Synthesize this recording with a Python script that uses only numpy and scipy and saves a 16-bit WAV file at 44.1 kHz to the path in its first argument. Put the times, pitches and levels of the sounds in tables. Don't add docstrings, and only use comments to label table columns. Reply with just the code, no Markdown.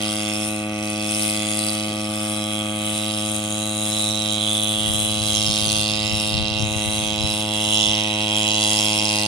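import sys
import numpy as np
from scipy import signal
from scipy.fft import rfft, irfft
from scipy.io import wavfile
from scipy.ndimage import map_coordinates

SR = 44100
rng = np.random.default_rng(int(sys.argv[2]) if len(sys.argv) > 2 else 0)


def to_wav(s):
    ch = np.atleast_2d(s).T
    pcm = np.round(np.clip(ch, -1, 1) * 32767)
    wavfile.write(sys.argv[1], SR, pcm.astype(np.int16))


N = 408807
GROUND_ECHO = .42


def exhaust(turns):
    # multiple of the firing rate, relative level/dB
    first = [(1, -0.5), (2, 5.5), (3, 5.5), (4, -7.5), (5, -0.5), (6, -2.5), (7, -2.5), (8, -12),
             (9, -22.5), (10, -18.5), (11, -7), (12, -15), (13, -17), (14, -14.5), (15, -30), (16, -76),
             (17, -26)]
    early = [(1, -5.7), (2, 0.0), (3, -2.1), (4, -16.8), (5, -6.6), (6, -8.3), (7, -10.3), (8, -17.4),
             (9, -25.2), (10, -21.5), (11, -11.7), (12, -17.8), (13, -25.6), (14, -22.2), (15, -34.4),
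             (16, -27.7), (17, -35.6)]
    midway = [(1, -1.5), (2, 0.0), (3, -3.2), (4, -12.2), (5, -5.8), (6, -7.8), (7, -8.6), (8, -14.4),
              (9, -19.2), (10, -16.0), (11, -12.0), (12, -22.8), (13, -25.7), (14, -21.8), (15, -33.9),
              (16, -29.5), (17, -35.3)]
    late = [(1, -1.5), (2, 0.0), (3, -0.2), (4, -9.8), (5, -4.7), (6, -4.7), (7, -6.2), (8, -7.9),
            (9, -8.1), (10, -12.0), (11, -18.8), (12, -28.0), (13, -24.3), (14, -22.1), (15, -33.1),
            (16, -24.6), (17, -32.5)]
    side_times = [.7, 2.2, 5.598, 8.598]
    t = np.arange(N) / SR
    waves = [pressure_wave(turns, side) for side in (first, early, midway, late)]
    buzz = sum(np.interp(t, side_times, share) * wave for share, wave in zip(np.eye(4), waves))
    return ports(buzz * undb(0.39 * walk(62)))


def pressure_wave(turns, orders, size=512, settle=0.77):
    k, db = np.transpose(orders)
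    levels_db = np.interp(np.arange(size // 2 + 1), [0, *k, k[-1] + 2], [-22, *db, -42])
    cepstrum = irfft(np.log(undb(levels_db)))[:size // 2]
    cepstrum[1:] *= 2
    harmonics = np.exp(rfft(cepstrum, size))[:len(k) + 1]
    phase = np.arange(size) / size
    pulse = irfft(harmonics, size) * np.exp(-(phase / settle) ** 6)
    harmonics = rfft(pulse)[:len(k) + 1]
    harmonics[0] = 0
    return np.interp(turns % 1, phase, unit(irfft(harmonics, size)), period=1)


def rasp(turns):
    # t/s, relative level/dB
    aim = [(0.0, -0.5), (0.44, -2), (0.65, -9), (1.22, 2), (2.11, -5), (2.58, -5), (2.68, -9), (3.09, -2.5),
           (3.79, -2), (4.01, 1.5), (4.77, -4.5), (5.21, 1.3), (5.36, 6), (6.86, -1.5), (7.24, 1),
           (7.5, -3), (7.8, 7), (8.14, -2), (8.62, 6.5), (9.27, 4.5)]
    # t/s, shell base level/dB, silencer base level/dB
    metal = [(0, -35.5, -31), (.7, -35.5, -36), (1.4, -34.5, -33.5), (2.05, -39, -33.5), (2.9, -36.5, -26),
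             (3.46, -41, -32.5), (4.7, -39, -21.5), (5.26, -39, -30.5), (6.2, -33, -30.5),
             (7.3, -35.5, -27.5), (8.1, -32.5, -26.5), (9.27, -32, -34.5)]
    # t/s, base level/dB
    hiss_level = [(0, -35), (.54, -31), (.76, -41.5), (.98, -32.5), (1.67, -28.5), (1.82, -37), (2.35, -27),
                  (2.62, -33), (2.9, -29.5), (4.38, -35.5), (4.55, -26.5), (4.8, -33), (5.03, -29),
                  (5.16, -33), (5.35, -36), (5.72, -32.5), (6.02, -42), (6.27, -34.5), (6.46, -41.5),
                  (6.6, -34.5), (7.78, -33.5), (8.2, -42), (8.48, -34), (9.27, -34)]
    # t/s, shell f/Hz, silencer f/Hz, outlet f/Hz
    beam = [(0.0, 2520, 3370, 5480), (1.94, 2430, 3420, 4970), (2.74, 2500, 3380, 6270),
            (3.1, 2590, 3630, 5300), (3.43, 2630, 3460, 6900), (4.05, 2620, 3780, 6170),
            (4.75, 2690, 3470, 6400), (6.56, 2820, 3610, 4300), (6.66, 2600, 3740, 6240),
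            (7.41, 2910, 3480, 5360), (8.37, 2720, 3300, 5980), (9.27, 2810, 3430, 4970)]
    aim_db, = curves(aim)
    shell_db, silencer_db = curves(metal)
    hiss_db, = curves(hiss_level)
    shell_hz, silencer_hz, outlet_hz = curves(beam)
    treble = (undb(shell_db + 0.25 * aim_db) * shell(turns, shell_hz)
              + undb(silencer_db + 0.9 * aim_db) * silencer(turns, silencer_hz)
              + undb(-35.5 + 1.28 * aim_db) * gas_blast(turns, outlet_hz)
              + undb(hiss_db + 0.56 * aim_db + 2.0 * walk(2.8)) * hiss(turns))
    return undb(0.42 * walk(15)) * treble


def silencer(turns, centre_hz):
    # f/Hz, bandwidth/Hz, relative level/dB
    modes = [(2989, 50, 4.5), (3227, 220, -1), (3456, 153, -4), (3791, 446, -4.5), (3913, 134, 3)]
    gas = puffs(turns, start=.07, rise=.05, length=.28, scatter_db=1.4)
    drive = knocks(turns, start=0.0922, scatter_db=0.5) + gas * (0.45 * noise() + 0.25 * noise(2))
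    return ports(ground(ring(drive, modes, centre_hz, focus_hz=432), echo=0.067))


def shell(turns, centre_hz):
    # f/Hz, bandwidth/Hz, relative level/dB
    modes = [(1957, 47, 20.5), (2076, 490, 9), (2520, 80, 13), (2795, 104, 7.5)]
    drive = knocks(turns, start=0.1152, scatter_db=1.5) + .33 * noise() + .25 * noise(2)
    return ports(ring(drive, modes, centre_hz, focus_hz=282))


def gas_blast(turns, centre_hz):
    # f/Hz, bandwidth/Hz, relative level/dB
    modes = [(3990, 350, -1.5), (4710, 720, -5), (5390, 317, 0.5), (6140, 1370, -3.5), (6850, 730, 3.5),
             (7720, 330, 4)]
    burst = puffs(turns, start=0.093, rise=0.046, length=0.12, scatter_db=1.6)
    jet = (burst + 0.5) * (noise() + 0.74 * noise(2))
    return ports(ground(ring(jet, modes, centre_hz, focus_hz=1100), GROUND_ECHO))


def hiss(turns, scattered=0.77):
    # f/Hz, relative density level/dB
    spit_spectrum = [(5000, -28.5), (7200, -10), (8100, 4), (9000, 0), (9550, 3.5), (10300, -3.5),
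                     (11200, -9.5), (12500, -14), (13500, -35.5), (14500, -11.5), (16000, -41)]
    tip_spectrum = [(4000, -12), (7000, -8), (8300, -1), (9100, 3), (9550, 7.5), (10300, -20), (11500, -15),
                    (16000, -31)]
    spit = puffs(turns, start=.01, rise=0.083, length=0.17, scatter_db=2.0) + 0.11
    jet = colour(spit * (noise() + scattered * noise(2)), shape(spit_spectrum))
    tips = colour(noise() + scattered * noise(2), shape(tip_spectrum)) * undb(1.8 * walk(6.0))
    return ports(ground(unit(jet) + 0.78 * unit(tips), GROUND_ECHO))


def rush(turns):
    # t/s, centre f/Hz, relative level/dB
    course = [(0, 1200, -42), (1.2, 1220, -55), (2.2, 1190, -42.5), (3.6, 1140, -50.5), (5, 1160, -54),
              (6.5, 1070, -48.5), (7.7, 1000, -45.5), (9.27, 930, -40)]
    # f/Hz, bandwidth/Hz, relative level/dB
    modes = [(833, 41, 8), (1074, 37, -4), (1265, 290, -5)]
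    centre_hz, db = curves(course)
    flow = unit_power(puffs(turns, start=-.02, rise=.05, length=0.25, scatter_db=1.2) + 0.5)
    drive = flow * (noise() + noise(2)) + 0.28 * knocks(turns, start=0.047, scatter_db=2.5)
    return undb(db - 4) * ports(ring(drive, modes, centre_hz, focus_hz=147))


def rotors(hum_db=-52, wash_db=-46, overtone_step_db=-6):
    # t/s, front f/Hz, rear f/Hz
    blade_rates = [(0, 94, 81), (.5, 85, 76.6), (1.5, 90, 79), (3, 93, 81.8), (4.5, 92, 79), (7, 90, 78.5),
                   (9.27, 92, 83)]
    # f/Hz, relative density level/dB
    wash_spectrum = [(20, -37.5), (40, -20), (60, -11), (90, -20), (160, 3.5), (300, 2), (450, -9.5),
                     (700, -33), (950, -52), (1250, -8), (1800, 2), (2300, 2.5), (4000, -3), (12000, -70)]
    hum = 0
    for hz in curves(blade_rates):
        angle = 2 * np.pi * np.cumsum(hz * (1 + 0.006 * walk(3.6))) / SR
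        hum += sum(undb(overtone_step_db * k + 2 * walk(3.3)) * np.sin(k * angle) for k in range(1, 7))
    wash = colour(noise() + 0.33 * noise(2), shape(wash_spectrum)) * undb(0.66 * walk(13.0))
    return undb(hum_db) * ports(hum) + undb(wash_db) * ports(wash)


def wind(eddy_hz=23, eddy_db=2.5, right_db=-12):
    # t/s, level/dB
    gust = [(3.4, -77), (4.68, -69), (4.76, -39), (6.3, -38.5), (7.25, -37.5), (7.42, -47), (9.27, -71)]
    # t/s, relative level/dB, half-width/s
    buffets = [(4.1, -42, 0.036), (4.896, -39, 0.046), (5.499, -25, 0.021), (5.675, -22, 0.0085),
               (6.147, -40, 0.028), (6.378, -26.5, 0.053), (6.622, -25, .027), (7.25, -23, 0.013),
               (7.883, -34, 0.049)]
    # f/Hz, relative density level/dB
    spectrum = [(15, -40), (40, -7), (70, 2.5), (100, 6.5), (140, -1), (200, -9), (320, -19), (700, -36),
                (2000, -74)]
    gust_db, = curves(gust)
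    force = undb(gust_db + eddy_db * walk(eddy_hz))
    force += sum(undb(db - 2) * swell(s, half_width) for s, db, half_width in buffets)
    rumble = colour(noise(2), shape(spectrum)) * undb([[0], [right_db]])
    return force * unit(rumble)


def steps(half_width_s=0.078):
    # t/s, level/dB
    footfalls = [(1.92, -41), (5.67, -45), (6.72, -47), (8.52, -45), (9.0, -43)]
    # f/Hz, relative density level/dB
    spectrum = [(60, -28), (150, 1), (350, 4), (750, -5), (1100, -30), (3000, -41)]
    weight = sum(undb(db) * swell(s, half_width_s) for s, db in footfalls)
    return weight * ports(colour(noise(), shape(spectrum)))


def ground(x, echo, wobble_s=.000012):
    # t/s, lag/s
    lag = [(0, 0.00098), (2.5, 0.0018), (4.2, 0.0016), (6.3, 0.002), (9.27, 0.0014)]
    lag_s = curves(lag)[0] + wobble_s * walk(0.95)
    when = np.arange(N) - lag_s * SR
    return x + echo * np.array([map_coordinates(channel, [when], order=3) for channel in x])


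def ports(x):
    # f/Hz, left minus right level/dB
    balance = [(100, 2.1), (210, 0.0), (400, -1.3), (700, 0.6), (1200, 5.0), (2000, -3.1), (2600, -1.3),
               (3300, -7.6), (4400, -9.0), (5500, -4.1), (6800, -8.5), (8000, 2.5), (9600, 10.4),
               (11500, 4.4), (14500, -2.4)]
    # f/Hz, phase lead of the left port/rad
    lead = [(220, .05), (320, .2), (530, .6), (750, .1), (1080, .9), (1500, .5), (1790, 3.1), (2200, 6.3),
            (2370, 9.4), (2780, 12.3), (2920, 16), (3500, 18.8), (4100, 18.8), (5400, 20.3), (6100, 19.8),
            (6650, 25.1), (7400, 27.8), (9100, 27), (9800, 32.5), (15000, 33)]
    tilt = shape(balance)
    left = tilt * np.exp(1j * np.interp(bins(), *np.transpose(lead)))
    response = np.array([left, np.ones_like(left)]) / np.sqrt(1 + tilt ** 2)
    return unit(colour(x, response))


def ring(drive, modes, centre_hz, focus_hz, flicker_db=2.2):
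    f, spectrum = bins(), rfft(drive)
    ringing, power = 0, 0
    for k, (hz, width, db) in enumerate(modes):
        gain = undb(db + flicker_db * walk(2.7)) / (1 + ((hz - centre_hz) / focus_hz) ** 2)
        resonance = 1 / (1 + 1j * (f / hz - hz / f) * hz / width)
        skirt_loss = 1 + (2 * np.log(f / hz)) ** 4
        ringing += (-1) ** k * gain * irfft(spectrum * resonance / skirt_loss, N)
        power += gain ** 2 * width
    return ringing / np.sqrt(power)


def knocks(turns, start, scatter_db):
    cycle, phase = np.divmod(turns - start, 1)
    fired = np.flatnonzero(np.diff(cycle)) + 1
    late = np.clip(phase[fired] / np.gradient(turns)[fired], 0, 1)
    strength = undb(scatter_db * rng.standard_normal(len(fired)))
    return unit(np.bincount(fired, strength * (1 - late), N) + np.bincount(fired - 1, strength * late, N))


def puffs(turns, start, rise, length, scatter_db):
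    cycle, phase = np.divmod(turns - start + 2, 1)
    strength = undb(scatter_db * rng.standard_normal(int(cycle.max()) + 1))
    envelope = (1 - np.exp(-(phase / rise) ** 2)) * np.exp(-(phase / length) ** 2)
    return unit_power(strength[cycle.astype(int)] * envelope)


def swell(peak_s, half_width_s):
    return np.exp(-((np.arange(N) / SR - peak_s) / half_width_s) ** 2)


def walk(rate_hz):
    return unit(colour(noise()[0], np.exp(-(bins() / rate_hz) ** 2)))


def noise(channels=1):
    return rng.standard_normal((channels, N))


def colour(x, response):
    return irfft(rfft(x) * response, N)


def shape(points):
    hz, db = np.transpose(points)
    return undb(np.interp(np.log(bins()), np.log(hz), db))


def bins():
    return np.maximum(np.arange(N // 2 + 1) * SR / N, 1)


def curves(rows):
    s, *columns = np.transpose(rows)
    return [np.interp(np.arange(N) / SR, s, column) for column in columns]


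def unit(x):
    return x / np.atleast_2d(x).mean(0).std()


def unit_power(x):
    return x / np.sqrt(np.mean(x ** 2))


def undb(db):
    return 10 ** (np.asarray(db) / 20)


def scene(buzz_db=1.5, first_turn=.527):
    # t/s, firing rate f/Hz
    firing = [(0.0, 105.87), (1.55, 106.03), (1.69, 106.61), (1.86, 105.93), (2.81, 105.83), (3.09, 106.4),
              (3.48, 105.89), (3.67, 106.44), (4.67, 106.06), (4.78, 106.54), (5.38, 105.82),
              (5.84, 106.14), (8.56, 106.26), (9.27, 105.47)]
    # t/s, relative level/dB
    wave_level = [(0, -28.6), (1.7, -28.4), (3.3, -28.8), (5.1, -29.4), (7.1, -29), (8.3, -28.2),
                  (9.27, -28)]
    firing_hz, = curves(firing)
    wave_db, = curves(wave_level)
    turns = first_turn + np.cumsum(firing_hz) / SR
    turns += 0.0029 * walk(43)
    turns += 0.0056 * walk(5.0)
    buzz = undb(wave_db + buzz_db) * exhaust(turns)
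    return buzz + rasp(turns) + rotors() + rush(turns) + wind() + steps()


def record(dry, low_cut_hz=40, top_hz=15750, squash=0.54):
    high_pass = signal.butter(2, low_cut_hz, "high", fs=SR, output="sos")
    low_pass = signal.ellip(10, .2, 80, top_hz, fs=SR, output="sos")
    rounded = np.tanh(squash * signal.sosfilt(high_pass, dry)) / squash
    return signal.sosfilt(low_pass, rounded)


dry = scene()
out = record(dry)
to_wav(out)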